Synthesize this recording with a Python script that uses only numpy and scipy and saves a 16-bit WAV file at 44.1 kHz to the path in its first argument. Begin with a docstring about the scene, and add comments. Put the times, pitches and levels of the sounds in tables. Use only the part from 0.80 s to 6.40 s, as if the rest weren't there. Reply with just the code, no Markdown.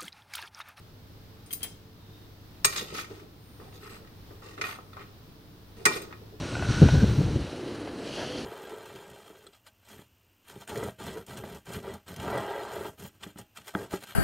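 """A steel spoon stirs roasted cashews on a ceramic plate inside an open countertop oven.
Over room air and a low mains hum come two small, bright clinks, then a faint, airy whistle.
The spoon strikes the plate and ploughs through the nuts: they rattle and snap, the steel rasps,
the plate rocks with dull thuds, and the metal cavity colours the clatter. A thin whine creeps
upward behind the softer stirring that follows, and dies as the hardest knock lands near the end."""
import sys
import numpy as np
from scipy import signal
from scipy.fft import rfft, irfft, next_fast_len
from scipy.io import wavfile
from scipy.ndimage import map_coordinates

SR = 44100
rng = np.random.default_rng(int(sys.argv[2]) if len(sys.argv) > 2 else 0)


def materialize(psi):
    """Save the field psi as 16-bit PCM at rate SR to the path in sys.argv[1].

    A 1-D psi becomes a single channel; in a 2-D psi each row is a channel.
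    """
    bounded = np.clip(np.atleast_2d(psi).T, -1, 1)
    quanta = np.round(bounded * 32767).astype(np.int16)
    wavfile.write(sys.argv[1], SR, quanta)


N = 246959
TIME = np.arange(N) / SR
AGE = TIME[:SR // 3]  # seconds since the start of one contact

# spoon hits, bright if the contact is short: t/s, level/dB, contact/ms, steel over plate/dB
SPOON_HITS = [(1.8447, -14.5, 0.13, 6), (1.849, -21, 0.074, 9), (1.923, -31, 0.26, 6),
              (1.932, -33, 0.25, 3), (1.96, -26.5, 0.17, 5), (1.972, -31.5, 0.14, 8.5),
              (1.984, -38, 0.34, -5), (1.993, -39, 0.35, 2), (2.008, -32, 0.76, 9), (2.143, -37, 0.17, -3),
              (2.152, -35, 0.2, -3), (2.182, -27.5, 0.16, -16), (2.193, -41, 0.23, -6),
              (2.218, -42, 0.32, -4), (2.243, -39.5, 0.24, -2), (2.395, -46, 0.46, 1),
              (2.798, -39, 0.79, -7), (2.813, -34, 1, 4), (3.057, -36, 0.66, 0), (3.093, -45, 0.41, -4),
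              (3.113, -39, 0.89, 0), (3.163, -42, 0.7, 0), (3.245, -42, 0.76, 0), (3.271, -50, 0.36, 15),
              (3.505, -41, 0.74, 4), (3.621, -33, 0.82, -3), (3.671, -48, 0.45, 6), (3.777, -32.5, 0.58, 8),
              (3.8116, -21.5, 0.24, 0), (3.8128, -28, 0.18, 2), (3.8375, -23.5, 0.26, -3),
              (3.866, -36, 0.25, 4), (3.908, -35.5, 0.4, -2), (3.928, -42, 0.58, -3), (3.953, -40, 0.6, 0),
              (3.985, -25.5, 1.03, 0), (4.13, -38.5, 0.55, 23.5), (4.167, -25.5, 0.89, 23),
              (4.192, -43.5, 0.35, 9), (4.209, -41.5, 0.3, -8), (4.228, -55, 0.3, 2),
              (5.0526, -12, 0.11, 1), (5.057, -9.5, 0.38, -13), (5.0607, -26, 0.065, 1),
              (5.062, -13, 0.61, 0), (5.084, -24, 1.4, 0), (5.11, -21, 0.82, 0), (5.1608, -30, 0.42, -4),
              (5.167, -33.5, 0.21, 4), (5.2168, -45.5, 0.044, 1.5), (5.308, -39, 0.68, 6),
              (5.3245, -32.5, 0.48, 11)]
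# ring of the ceramic plate and of the steel spoon: f/Hz, level/dB, t60/s
PLATE_MODES = [(890, -10, .18), (1044, -9, .2), (1092, -7, .2), (1194, -3, .18), (1277, -3, .17),
               (1309, -4, .17), (1430, -5, .16), (1707, -10, .14), (1852, -5, .14), (1889, -2, .17),
               (2372, -3, .2), (2475, -2, .17), (2734, -8, .11), (3036, -10, .18), (3340, -12, .2),
               (3639, -9, .16), (3795, -10, .18), (4565, -9, .16), (4952, -12, .2), (5250, -12, .24),
               (5512, -12, .17), (6201, -15, .2), (7297, -16, .16), (8230, -15, .1), (8960, -17, .1)]
SPOON_MODES = [(3530, -5, .1), (3750, -7, .09), (4080, -3, .12), (4400, -6, .08), (6476, -7, .13),
               (6625, -3, .11), (7480, -9, .08), (8120, 0, .11), (8775, -4, .12), (9980, -14, .07),
               (11220, -8, .08), (11740, -14, .12), (14220, -15, .08)]
# the bright edge of an instant contact: f/Hz, level/dB
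STEEL_EQ = [(500, 1.5), (1200, 0.5), (2100, 4), (3600, -2), (5000, 3.5), (8000, 9.5), (11500, 12),
            (15000, 19)]
# broad resonances of the loaded plate in the oven cavity: f/Hz, width/Hz, level/dB
CAVITY_PEAKS = [(580, 350, -14), (860, 150, -10), (1200, 170, -3), (1300, 110, -1), (1440, 90, -4),
                (1540, 110, -5), (1875, 140, -1), (2080, 220, -4), (2470, 200, -6), (2735, 220, -4.5),
                (3036, 100, -6), (3360, 140, -7), (3700, 280, -5), (4100, 170, -6), (4565, 240, -7),
                (4930, 150, -8), (5380, 280, -8), (6200, 240, -13), (6540, 330, -9), (7300, 180, -14),
                (7600, 200, -15), (8130, 330, -11), (8870, 330, -13), (9600, 520, -18), (11050, 380, -19),
                (11800, 520, -17), (12800, 1100, -21), (14100, 450, -21), (15400, 700, -22)]
# low body of the turntable and oven floor: f/Hz, level/dB
FLOOR_EQ = [(25, -50), (70, -24), (150, -7), (260, -10), (335, -2), (400, 0), (470, -6), (580, -12),
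            (720, -15), (900, -19), (1500, -48)]
# pushes through the nuts: t/s, length/s, effort/dB, crisp rustle over rattle/dB
STIR_STROKES = [(1.861, 0.15, -56, 11.5), (1.956, 0.038, -42, 7), (1.986, 0.013, -45, 2),
                (2.054, 0.1, -55.5, 6), (2.13, 0.081, -45, 4), (2.163, 0.016, -53, 2),
                (2.274, 0.13, -59.5, -1), (2.788, 0.097, -63.5, -5), (2.917, 0.059, -63, 5.5),
                (2.998, 0.16, -56.5, 3), (3.196, 0.027, -68, -9), (3.615, 0.1, -61, -9),
                (3.613, 0.14, -58, 1.5), (3.765, 0.029, -54, -1), (3.834, 0.092, -43, -2),
                (4.153, 0.072, -52, -13), (4.958, 0.078, -64, 4.5), (5.061, 0.11, -48, 7.5),
                (5.213, 0.019, -57.5, 9.5)]
# the spoon's bowl slides over the nuts: t/s, length/s, level/dB
SPOON_SLIDES = [(1.861, 0.17, -48.5), (2.133, 0.081, -55.5), (3.013, 0.15, -65), (3.804, .11, -56.5),
                (5.07, .1, -53)]
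# the fine sizzle of those slides: f/Hz, level/dB
RASP_EQ = [(5000, -32), (8000, -29), (9300, 0), (10300, -10.5), (11500, 3), (12800, -4.5), (14200, -5),
           (15600, -9)]
# the plate rocks on the turntable: t/s, level/dB
PLATE_NUDGES = [(2.006, -32.5), (2.119, -33), (2.30, -36), (2.418, -40.5), (2.791, -42), (2.944, -59),
                (3.048, -63), (3.125, -47), (3.179, -60), (3.503, -41.5), (3.773, -37.5), (3.829, -38.5),
                (4.994, -41), (5.083, -35.5), (5.113, -33.5), (5.15, -29), (5.209, -41), (5.41, -42.5),
                (5.519, -41.5)]
# cutlery touches: t/s, level/dB, contact/ms, tick over ring/dB, tick t60/s, second piece's share/0-1
CUTLERY_TOUCHES = [(0.66, -54.5, 0.11, -1.5, 0.22, 0), (0.707, -26.5, 0.31, -19.5, 0.069, 0.5),
                   (.708, -47, 0.046, -6, .06, 0), (.715, -43, 0.082, 0, 0.097, 0.4),
                   (0.7282, -29, 0.036, 1, 0.028, 0.3), (0.733, -29, 0.043, 1.5, 0.027, 0.14),
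                   (.7365, -46, .04, 7, 0.021, 0.4), (.806, -50, 0.29, 2, 0.055, 0.6),
                   (0.8194, -37, 0.29, -2, 0.015, 1), (0.8299, -27.5, 0.062, -0.5, 0.059, 0.87),
                   (.831, -44.5, 1.7, -2, 0.22, 1), (.842, -31, 0.29, -9, 0.099, 1)]
# ring of the two pieces that clink: f/Hz, level/dB, t60/s
FIRST_PIECE_MODES = [(2510, -17, .12), (3984, -12, .08), (4829, -11, .13), (5351, -16, .3), (6175, -7, .16),
                     (7100, -15, .2), (8888, -8, .2), (9125, -11, .13), (10890, -2, .2), (11350, -7, .12),
                     (12080, -6, .14), (12310, -4, .26), (12980, -12, .12), (14220, 0, .15),
                     (14970, 0, .18), (15200, -3, .22)]
SECOND_PIECE_MODES = [(2169, -20, .34), (3161, -12, .12), (3210, -9, .18), (3985, -20, .25),
                      (5066, -14, .22), (5200, -14, .14), (6089, -19, .4), (6990, -19, .3),
                      (7079, -19, .42), (7887, -16, .26), (8510, -16, .2), (9426, -3, .25),
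                      (10680, -7, .09), (10990, -5, .22), (12110, -15, .25), (14200, -9, .27),
                      (14820, -6, .12), (15040, -6, .15)]
# the tick on top of a clink: f/Hz, level/dB
TICK_EQ = [(500, -21.5), (1500, -10), (3000, -6.5), (5200, -6.5), (5650, -16), (6200, -2), (7500, -11),
           (9000, 9.5), (10100, -30), (11000, 8), (12300, -6), (13400, -20), (14300, 5), (15600, -8)]
# room air: f/Hz, level/dB
AIR_EQ = [(20, -10), (48, -5), (107, -3), (220, -9.5), (285, -11), (420, -16), (600, -19.5), (1290, -23.5),
          (2300, -29), (3800, -26.5), (5300, -30), (7000, -39), (10200, -40), (12000, -36), (15700, -31.5)]
# tones of the mains hum: f/Hz, level/dB
HUM_TONES = [(102.3, -57.5), (301.5, -68), (441.4, -69.5)]
# stereo image, narrow in the bass and wide on top: f/Hz, left-right likeness/0-1
STEREO_LIKENESS = [(25, .62), (70, .97), (150, .83), (330, .92), (640, 0.25), (1400, 0.05), (6000, 0.03)]
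# the kitchen's reverb tail: f/Hz, t60/s
KITCHEN_DECAY = [(150, 0.7), (400, 1), (2000, 0.32), (6000, 0.45), (14000, 0.13)]

STROKE_SPOT_DB = 3  # how much the cavity peaks vary from spot to spot while stirring


def knocks(firm_db=-30, spoon_db=-6.5, steel_from_hz=3200):
    """Spoon meets plate: clatter builds in the cavity, plate and spoon ring, the oven floor thuds."""
    out = np.zeros((2, N))
    for s, db, contact_ms, steel_db in SPOON_HITS:
        hardness = lambda hz: eq(STEEL_EQ, hz) * softened(hz, contact_ms)
        steel_shelf = lambda hz: amp(steel_db * (1 - 1 / (1 + (hz / steel_from_hz) ** 10)))
        clatter = filtered(noise(cavity, len(AGE)), lambda hz: hardness(hz) * steel_shelf(hz))
        clatter *= fade(t60=0.045)
        tone = ring(PLATE_MODES, hardness) + amp(spoon_db + steel_db) * ring(SPOON_MODES, hardness)
        force_db = db - firm_db  # harder hits carry a touch more ring and much more thud
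        tone *= amp(-13 + 0.0464 * force_db)
        low = amp(-25.5 + 0.3656 * force_db) * thud(build_s=0.0045, t60=0.22)
        add(out, s, amp(db) * ((clatter + tone) * rise(build_s=0.0015) + low))
    return out


def nuts(steady_db=-50, collisions_per_s=360, split_hz=3200, crunch_share=0.55):
    """Nuts jostle ahead of the spoon: a swarm of tiny collisions, with single snaps on top."""
    lows = lambda hz: 1 / np.sqrt(1 + (hz / split_hz) ** 10)
    hollow = lambda hz: eq([(800, 0.016), (1150, 1), (1700, 0)], hz)
    colours = [oven_floor,
               lambda hz: cavity(hz, STROKE_SPOT_DB) * hollow(hz) * lows(hz),
               lambda hz: cavity(hz, STROKE_SPOT_DB) * np.sqrt(1 - lows(hz) ** 2)]
    out, n = np.zeros((2, N)), len(AGE)
    for s, length, db, crisp_db in STIR_STROKES:
        push_db = db - steady_db
        rate = collisions_per_s * amp(0.1 * push_db)  # more effort, more collisions
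        sizes = amp(0.5 * np.minimum(rng.exponential(size=n), 3)) * rng.choice([-1, 1], n)
        hits = (rng.random(n) < rate / SR) * sizes
        spot = reflections(t60=0.069) + amp(-20) * ring(PLATE_MODES, lambda hz: eq(STEEL_EQ, hz))
        swarm = excite(hits, spot)
        rumble, rattle, rustle = [spread(swarm, colour) for colour in colours]
        wash = np.sqrt(1 - crunch_share) * (rattle + amp(crisp_db) * rustle)
        clacks = np.sqrt(crunch_share) * np.hypot(1, amp(crisp_db)) * crunch(crisp_db)
        drag = amp(-55 + 0.02 * push_db) * rumble  # plate on turntable: barely grows with effort
        stroke = drag + amp(db) * (wash + clacks)
        # the spoon gathers speed; the nuts settle after it
        add(out, s, stroke * swell(AGE, length, attack_s=0.22 * length, release_t60=0.19))
    return out


def crunch(crisp_db, spots=3, snaps_per_s=170):
    """Nuts snap at several spots of the plate, so the colour of the clatter keeps shifting."""
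    return unit(sum(snaps(crisp_db, snaps_per_s / spots) for _ in range(spots)))


def snaps(crisp_db, per_s, base_hz=3100, scatter_oct=0.55, scatter_db=3.5):
    """Single nuts snap past the spoon at one spot: short clacks that ring plate and cavity."""
    n, t = len(AGE), AGE[:SR // 50]
    count = int(per_s * n / SR)
    starts = ((np.arange(count) + rng.random(count)) * n / count).astype(int)
    octaves = 0.08 * crisp_db + scatter_oct * rng.standard_normal((count, 1))  # crisper is higher
    hz = base_hz * 2 ** octaves
    sizes = amp(scatter_db * np.minimum(rng.exponential(size=(count, 1)), 2))
    clacks = sizes * np.sin(2 * np.pi * hz * t) * fade(t60=0.0016)[:len(t)]
    positions = starts[:, None] + np.arange(len(t))
    train = np.bincount(positions.ravel(), clacks.ravel(), n)[:n]
    spot = reflections(t60=0.022) + amp(-24) * ring(PLATE_MODES, np.ones_like)
    return spread(excite(train, spot), lambda f: cavity(f, STROKE_SPOT_DB))


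def rasps(slips_per_s=500):
    """The spoon's bowl sticks and slips on the nuts: tiny, bright ticks, echoed by the cavity."""
    out, n = np.zeros((2, N)), len(AGE)
    for s, length, db in SPOON_SLIDES:
        slips = (rng.random(n) < slips_per_s / SR) * rng.uniform(-1, 1, n)
        echoed = excite(slips, reflections(t60=0.03))
        sizzle = spread(echoed, lambda hz: eq(RASP_EQ, hz))
        add(out, s, amp(db) * sizzle * swell(AGE, length, attack_s=0.012, release_t60=0.16))
    return out


def clinks(build_s=0.00039, free_share=0.36, pan_db=1.2):
    """Cutlery touches, a little to the left: a bright tick and a thin ring that the hand damps."""
    out = np.zeros((2, N))
    grip = free_share + (1 - free_share) * fade(t60=0.07)
    attack = 1 - np.exp(-AGE / build_s)
    for s, db, contact_ms, tick_db, t60, share in CUTLERY_TOUCHES:
        hardness = lambda hz: softened(hz, contact_ms)
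        first, second = ring(FIRST_PIECE_MODES, hardness), ring(SECOND_PIECE_MODES, hardness)
        tone = grip * ((1 - share) * first + share * second)
        tick = amp(tick_db) * noise(lambda hz: eq(TICK_EQ, hz) * hardness(hz), len(AGE)) * fade(t60)
        add(out, s, amp(db) * (tone + tick) * attack)
    return out * amp([[pan_db], [-pan_db]])


def nudges():
    """Pushed by the spoon, the plate rocks softly on the turntable."""
    out = np.zeros((2, N))
    for s, db in PLATE_NUDGES:
        add(out, s, amp(db) * thud(build_s=0.0071, t60=0.17))
    return out


def bump(hz=42.7, db=-33, pan_db=3):
    """The oven body rocks under the first knock: one short sub-bass sway, leaning right."""
    out = np.zeros((2, N))
    sway = np.sin(2 * np.pi * hz * AGE) * fade(t60=0.067)
    add(out, SPOON_HITS[0][0], amp([[db - pan_db], [db + pan_db]]) * sway)
    return out


def ring(modes, colour, beat_depth=0.76, beat_hz=28):
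    """A struck body's modes beat and decay, each at its own strength left and right."""
    size = np.sqrt(sum(amp(db) ** 2 for _, db, _ in modes) / 2)
    out = np.zeros((2, len(AGE)))
    for hz, db, t60 in modes:
        gain = amp(db + 2 * rng.standard_normal((2, 1))) * colour(hz)
        tone = sine(hz)
        beating = 1 + beat_depth * sine(beat_hz * (0.5 + rng.random()))
        out += gain * fade(t60) * tone * beating
    return out / size


def softened(hz, contact_ms, order=3.7):
    """Low-pass of a contact: it cannot excite much above 1 / its duration."""
    corner_hz = 1000 / contact_ms
    return 1 / np.sqrt(1 + (hz / corner_hz) ** (2 * order))


def cavity(hz, spot_db=1.5):
    """Colour of plate and cavity: each spot on the plate favours other resonances."""
    peaks = (amp(db + spot_db * rng.standard_normal()) / (1 + 2 * ((hz - f) / width) ** 2)
             for f, width, db in CAVITY_PEAKS)
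    return np.sqrt(sum(peak ** 2 for peak in peaks))


def reflections(t60):
    """The cavity's dense echoes: a dying burst of stereo noise."""
    return rng.standard_normal((2, len(AGE))) * fade(t60)


def thud(build_s, t60):
    """One dull answer of the turntable and oven floor."""
    return noise(oven_floor, len(AGE)) * fade(t60) * rise(build_s)


def oven_floor(hz):
    """Colour of the turntable and oven floor under the plate."""
    return eq(FLOOR_EQ, hz)


def kitchen(send):
    """The room's reverb: each frequency dies at its own speed."""
    hz, t, spectrum = signal.stft(noise(np.ones_like, SR * 3 // 4), SR, nperseg=256)
    decay = np.exp(-np.log(1000) * t / along(KITCHEN_DECAY, hz)[:, None])
    _, tail = signal.istft(spectrum * decay, SR, nperseg=256)
    return signal.fftconvolve(send, tail / np.linalg.norm(tail[0]), axes=1)[:, :N]


def whistle(start_s=1.17, hz=3685, width_hz=40):
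    """A faint, airy tone that swells and is gone."""
    level = amp(-66) * swell(TIME - start_s, length=0.26, attack_s=0.081, release_t60=0.26)
    return level * noise(lambda f: 1 / (1 + ((f - hz) / width_hz) ** 2), N)


def whine(start_s=2.5, start_hz=8970, rise_hz_per_s=310, waver_hz=22, fade_db_per_s=1.2):
    """A thin, wavering pair of tones, a fifth apart, that creeps upward as it fades."""
    t = TIME - start_s
    hz = start_hz + rise_hz_per_s * t + waver_hz * wobble(28)
    phase = 2 * np.pi * np.cumsum(hz) / SR
    level = amp(-77.5 - fade_db_per_s * t - 5 * wobble(2.27))
    level *= swell(t, length=2.4, attack_s=0.17, release_t60=0.6)
    return level * (np.sin(phase) + amp(-1) * np.sin(phase * 3 / 2))


def mains_hum(sway_db=2, drift_rad=0.33):
    """Low mains hum, each tone slightly unsteady in level and phase."""
    hum = np.zeros(N)
    for hz, db in HUM_TONES:
        level = np.sqrt(2) * amp(db + sway_db * wobble(3.84))
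        hum += level * np.sin(2 * np.pi * hz * TIME + drift_rad * wobble(10))
    return hum


def room_air(db=-51, sway_db=0.64):
    """A soft, dark bed of noise that barely breathes."""
    return noise(lambda hz: eq(AIR_EQ, hz), N) * amp(db + sway_db * wobble(5.7))


def amp(db):
    """Decibels to gain."""
    return 10 ** (np.asarray(db) / 20)


def unit(x):
    """x at rms 1."""
    return x / np.sqrt(np.mean(x ** 2) + 1e-20)


def along(points, hz):
    """A curve of (f/Hz, value) points, read on a log axis."""
    freqs, values = np.transpose(points)
    return np.interp(np.log(hz + 1), np.log(freqs + 1), values)


def eq(points, hz):
    """Gain of an EQ curve of (f/Hz, level/dB) points."""
    return amp(along(points, hz))


def rise(build_s):
    """Attack of a contact, as reflections pile up in the cavity."""
    return (1 - np.exp(-AGE / build_s)) ** 2


def fade(t60):
    """Free decay, 60 dB down after t60 seconds."""
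    return np.exp(-np.log(1000) * AGE / t60)


def swell(t, length, attack_s, release_t60):
    """Ramp up, hold until length seconds, then die away."""
    release = np.exp(-np.log(1000) * np.maximum(t - length, 0) / release_t60)
    return np.clip(t / attack_s, 0, 1) * release


def wobble(rate):
    """A smooth random curve, rate knots a second."""
    return map_coordinates(rng.standard_normal(int(N * rate / SR) + 4), [TIME * rate])


def sine(hz):
    """A tone with a random phase on each side."""
    return np.sin(2 * np.pi * (hz * AGE + rng.random((2, 1))))


def noise(colour, size):
    """Coloured stereo noise of rms 1."""
    return spread(rng.standard_normal((2, size)), colour)


def spread(pair, colour):
    """Two unrelated signals become a coloured left and right of rms 1, alike in the bass only."""
    def mid_side(hz):
        angle = np.arccos(np.clip(along(STEREO_LIKENESS, hz), -1, 1)) / 2
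        return colour(hz) * np.array([np.cos(angle), np.sin(angle)])
    mid, side = filtered(pair, mid_side)
    return unit(np.array([mid + side, mid - side]))


def filtered(x, response):
    """x shaped by a gain over frequency."""
    n = x.shape[-1]
    padded = next_fast_len(n + 8192)
    hz = np.fft.rfftfreq(padded, 1 / SR)
    return irfft(rfft(x, padded) * response(hz), padded)[..., :n]


def excite(hits, response):
    """Play a mono train of hits through a stereo impulse response."""
    return signal.fftconvolve(hits[None], response, axes=1)[:, :len(hits)]


def add(track, s, sound):
    """Lay a sound into a track at s seconds."""
    part = track[:, round(s * SR):][:, :sound.shape[1]]
    part += sound[:, :part.shape[1]]


def scene():
    """The mix: hits, clinks and stirring, each with its reverb send, over the background bed."""
    hits = knocks()
    cutlery = clinks()
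    stir = nuts() + rasps() + nudges()
    reverb = kitchen(amp(-14.5) * hits + amp(-10) * cutlery + amp(-12) * stir)
    bed = room_air() + mains_hum() + whine() + whistle()
    return hits + bump() + cutlery + stir + reverb + bed


def record(dry, top_hz=15850):
    """A brick-wall low-pass takes off the very top."""
    return filtered(dry, lambda hz: 1 / np.sqrt(1 + (hz / top_hz) ** 160))


dry = scene()
out = record(dry)
materialize(out)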